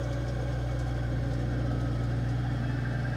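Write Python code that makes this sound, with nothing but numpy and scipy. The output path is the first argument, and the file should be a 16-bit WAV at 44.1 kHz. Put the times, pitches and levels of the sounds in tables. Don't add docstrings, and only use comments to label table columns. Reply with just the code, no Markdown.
import sys
import numpy as np
from scipy import signal
from scipy.fft import rfft, irfft
from scipy.io import wavfile
from scipy.ndimage import uniform_filter1d

SR = 44100
rng = np.random.default_rng(int(sys.argv[2]) if len(sys.argv) > 2 else 0)


def volts_from_decibels(level):
    exponent = np.asarray(level, float) / 20
    return 10 ** exponent


def dump(signal):
    limited = np.clip(np.atleast_2d(signal).T, -1, 1)
    pcm = np.round(limited * 32767).astype(np.int16)
    wavfile.write(sys.argv[1], SR, pcm)


N = 139356
T = np.arange(N) / SR
BLUR_TURNS = 0.0125
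QUICK_HZ = 10


def evened(x):
    return x / np.sqrt(np.mean(x ** 2) + 1e-20)


def read(points, hz):
    point_hz, level_db = np.transpose(points)
    return np.interp(np.log(hz + 1), np.log(point_hz + 1), level_db, -120, -120)


def drive(column, t=T):
    names = ["start_s", "turned_away", "firing_db", "octave_db", "roar_db", "low_mids_db"]
    # start_s, turned_away (0-1), firing_db, octave_db, roar_db, low_mids_db
    course = np.array([(0, 0.01, -37, -34, -2, 1), (.85, 0.15, -34.5, -33, -1.5, 0.5),
                       (1.15, 0.35, -35.5, -32.5, -1.5, 3), (1.75, 0.53, -35, -31.5, -0.5, 3.5),
                       (2.1, 0.61, -36.5, -31, -0.5, 3.5), (2.36, 0.63, -37, -30, 0.5, -1),
                       (2.5, 0.84, -37.5, -31.5, 1, 0), (3.16, 0.93, -39.5, -32.5, 1.5, -1.5)])
    return np.interp(t, course[:, 0], course[:, names.index(column)])


def facing(side_db, behind_db, t=T):
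    away = np.clip(drive("turned_away", t), 0, 1)
    return side_db + (behind_db - side_db) * away


def waver(top_hz, low_hz=.7):
    t = T[::64]
    slow = np.zeros(len(t))
    for hz in np.geomspace(low_hz, top_hz, num=14):
        slow += np.sin(2 * np.pi * (hz * t + rng.random())) / np.sqrt(hz)
    return np.interp(T, t, evened(slow))


def fuzzy(hz, width_hz, size=N):
    radius, t = np.exp(-np.pi * width_hz / SR), np.arange(size) / SR
    noise = rng.standard_normal(size) + 1j * rng.standard_normal(size)
    narrow = signal.lfilter([1], [1, -2 * radius, radius * radius], noise)
    return evened((narrow * np.exp(2j * np.pi * hz * t)).real)


def burst(rise_s, t60_s):
    t = np.arange(SR // 5) / SR
    rise = np.sin(np.pi / 2 * np.minimum(t / rise_s, 1)) ** 2
    return rise * volts_from_decibels(-60 * np.maximum(t - rise_s, 0) / t60_s)


def add(mix, start_s, sound):
    part = mix[round(start_s * SR):][:len(sound)]
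    part += sound[:len(part)]


def tone(turns, rms_db):
    return np.sqrt(2) * volts_from_decibels(rms_db) * np.sin(2 * np.pi * (turns + rng.random()))


def crunches():
    # peak_s, rms_db (at the peak)
    loud = [(.037, -53), (.131, -51), (.285, -50), (.525, -58), (.793, -52), (.88, -57), (1.336, -53),
            (1.81, -58), (2.04, -55), (2.291, -56)]
    # pitch_hz, level_db (relative)
    snow_colour = [(2000, -36), (3200, -13.5), (5310, -1), (7130, -10.5), (10000, -16), (16000, -33)]
    rise_s, t60_s = .008, .14
    small_per_s, small_db, small_range_db = 25, -68, 5.9
    lumps_db = 3
    shape = burst(rise_s, t60_s)
    hz = np.fft.rfftfreq(len(shape), 1 / SR)
    draws = rng.random((round(small_per_s * N / SR), 2))
    small = [(when * N / SR, small_db + small_range_db * size) for when, size in draws]
    out = np.zeros(N)
    for peak_s, rms_db in list(loud) + small:
        lumps = lumps_db * evened(uniform_filter1d(rng.standard_normal(len(hz)), size=250))
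        spectrum = rfft(rng.standard_normal(len(shape))) * volts_from_decibels(read(snow_colour, hz) + lumps)
        grit = evened(irfft(spectrum, len(shape)))
        add(out, max(peak_s - rise_s, 0), volts_from_decibels(rms_db) * shape * grit)
    return out


def whines():
    # start_s, length_s, pitch_hz, rms_db
    gears = [(1.66, .52, 1285, -54), (2.6, .6, 2606, -64), (2.36, .26, 3260, -64), (2.61, .165, 3260, -59)]
    pitch_waver_hz, level_waver_db, edge_s = 4, 1.4, .04
    out = np.zeros(N)
    for start_s, length_s, hz, rms_db in gears:
        edge = np.clip(np.minimum(T - start_s, start_s + length_s - T) / edge_s, 0, 1)
        turns = np.cumsum(hz + pitch_waver_hz * waver(30)) / SR
        out += edge * tone(turns, rms_db + level_waver_db * waver(21.1))
    return out


def knocks():
    # peak_s, peak_db (of the sine, before grit), pitch_hz
    panel = [(2.648, -42.5, 1590), (2.706, -45.5, 1744), (2.755, -43, 1485), (2.8, -41.5, 1590),
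             (2.86, -37.5, 1590), (2.955, -39, 1585), (3.005, -41.5, 1563), (3.058, -35, 1590),
             (3.137, -39.5, 1616)]
    rise_s, t60_s = .02, .09
    grit_share, grit_width_hz = .5, 350
    shape, out = burst(rise_s, t60_s), np.zeros(N)
    for peak_s, peak_db, hz in panel:
        ring = tone(hz * T[:len(shape)], 0)
        ring += grit_share * fuzzy(hz, grit_width_hz, size=len(shape))
        add(out, peak_s - rise_s, volts_from_decibels(peak_db) / np.sqrt(2) * shape * ring)
    return out


def roar_colour(hz, t):
    # pitch_hz, level_db (relative)
    side = [(195, -60), (215, -5), (294, -5.5), (360, -1), (394, -33), (430, -12), (560, 1), (671, -12),
            (750, -2.5), (850, -12.5), (930, -28.5), (1050, -12.5), (1300, -18), (1600, -10.5),
            (1700, -23.5), (1850, -18), (2060, -27.5), (2230, -21), (2450, -41), (2600, -70)]
    # pitch_hz, level_db (relative)
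    behind = [(195, -55), (215, -1), (294, -5.5), (360, -9), (401, -12), (430, -15), (515, -10.5),
              (640, -13.5), (750, -12), (850, -14), (950, -27.5), (1300, -16), (1560, -17.5), (1900, -18.5),
              (2080, -31), (2230, -26.5), (2600, -66)]
    # pitch_hz, level_db (relative)
    hiss = [(1470, -43), (2500, -2.5), (3350, 0), (3970, -3), (5390, -2.5), (6050, -11), (7170, -14),
            (9600, -15.5), (10500, -21.5), (15700, -23)]
    # pitch_hz, level_db (relative)
    rumble = [(20, -50), (42, -33), (58, -12.5), (100, -4.5), (170, -13.5), (215, -66)]
    hiss_db, rumble_db = -26.5, 1
    hiss_dulls_db = -3
    sag = 0.043
    boom_top_hz = 600
    sunk = hz[:, None] * facing(1, 1 + sag, t)
    colour = volts_from_decibels(facing(read(side, sunk), read(behind, sunk / (1 + sag)), t))
    colour *= volts_from_decibels((hz < boom_top_hz)[:, None] * drive("low_mids_db", t))
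    dulling = facing(0, hiss_dulls_db * np.log2(hz / 5000 + 1)[:, None], t)
    colour += volts_from_decibels(read(hiss, hz)[:, None] + hiss_db + dulling)
    colour += volts_from_decibels(read(rumble, hz) + rumble_db)[:, None]
    return colour


def block():
    patchy_db, strands_db = .8, 1.5
    frames, hz = N // 512 + 5, np.fft.rfftfreq(2048, 1 / SR)
    real, imaginary, patches, strands = rng.standard_normal((frames, 1025, 4)).T
    strands = evened(uniform_filter1d(uniform_filter1d(strands, size=2, axis=0), size=40, axis=1))
    patches = evened(uniform_filter1d(uniform_filter1d(patches, size=14, axis=0), size=5, axis=1))
    colour = roar_colour(hz, np.arange(frames) * 512 / SR)
    unevenness = volts_from_decibels(patchy_db * patches + strands_db * strands)
    spectrum = (real + 1j * imaginary) * colour * unevenness
    return evened(signal.istft(spectrum, nperseg=2048, noverlap=1536)[1][:N])


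def tinwork():
    # pitch_hz, width_hz, side_db, behind_db (before the roar's level is applied)
    tin = [(1590, 51, -55, -60.5), (1768, 21, -85, -58), (2222, 74, -63, -68), (3283, 270, -59.5, -71),
           (6490, 520, -64.5, -78.5), (8460, 300, -73, -85.5)]
    rattle_db = 2.2
    out = np.zeros(N)
    for hz, width_hz, side_db, behind_db in tin:
        level = volts_from_decibels(facing(side_db, behind_db) + rattle_db * waver(50, QUICK_HZ))
        out += level * fuzzy(hz, width_hz)
    return out


def roar():
    block_db, flicker_db = -39, .5
    level = volts_from_decibels(drive("roar_db") + flicker_db * waver(25, QUICK_HZ))
    return (volts_from_decibels(block_db) * block() + tinwork()) * level


def fan(firings):
    # multiple (of its turning rate), side_db, behind_db
    blades = [(2, -59, -71), (4, -44, -41), (8, -45.5, -50.5), (12, -54.5, -56.5), (16, -58, -57)]
    turns_per_firing, waver_db = .5965, 1.5
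    out = np.zeros(N)
    for multiple, side_db, behind_db in blades:
        turns = multiple * (turns_per_firing * firings + BLUR_TURNS * waver(12))
        out += tone(turns, facing(side_db, behind_db) + waver_db * waver(9))
    return out


def exhaust(firings):
    # multiple, side_db, behind_db (before the low-mid level)
    uneven = [(6.1, -52.5, -53), (9.98, -56.5, -55), (11.93, -55, -45.5), (14.95, -55.5, -50.5),
              (16.09, -69, -50), (17.1, -59.5, -49.5), (18.41, -61, -45.5), (20.19, -53.5, -51)]
    firing_waver_db, cycle_waver_db = 0.03, 2
    firing_level = volts_from_decibels(drive("firing_db") + firing_waver_db * waver(6))
    octave_level = volts_from_decibels(drive("octave_db") + firing_waver_db * waver(6.8))
    out = np.sqrt(2) * firing_level * np.cos(2 * np.pi * firings)
    out -= np.sqrt(2) * octave_level * np.cos(4 * np.pi * firings)
    for multiple, side_db, behind_db in uneven:
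        turns = multiple * (firings / 4 + BLUR_TURNS * waver(12))
        level_db = facing(side_db, behind_db) + drive("low_mids_db") + cycle_waver_db * waver(7)
        out += tone(turns, level_db)
    return out


def engine_firings():
    # start_s, firings_per_s
    speed = [(0, 60), (.27, 60.2), (.4, 60.55), (.85, 60.85), (1.1, 59.45), (1.42, 60.3), (1.7, 59.7),
             (2.15, 59.25), (2.36, 59.7), (2.395, 62), (2.43, 60.2), (2.8, 60.2), (3.16, 60.6)]
    return np.cumsum(np.interp(T, *np.transpose(speed))) / SR


def scene():
    firings = engine_firings()
    ground = crunches()
    machine = whines() + knocks() + roar() + fan(firings) + exhaust(firings)
    return (ground + machine)[None]


def roll_off(x):
    return signal.sosfilt(signal.butter(12, 16470, fs=SR, output="sos"), x)


def record(dry):
    edge_hz = 15780
    lowpass = signal.firwin(1023, edge_hz, window=("kaiser", 9), fs=SR)
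    limited = signal.oaconvolve(dry, lowpass[None], "same")
    return roll_off(limited)


dry = scene()
out = record(dry)
dump(out)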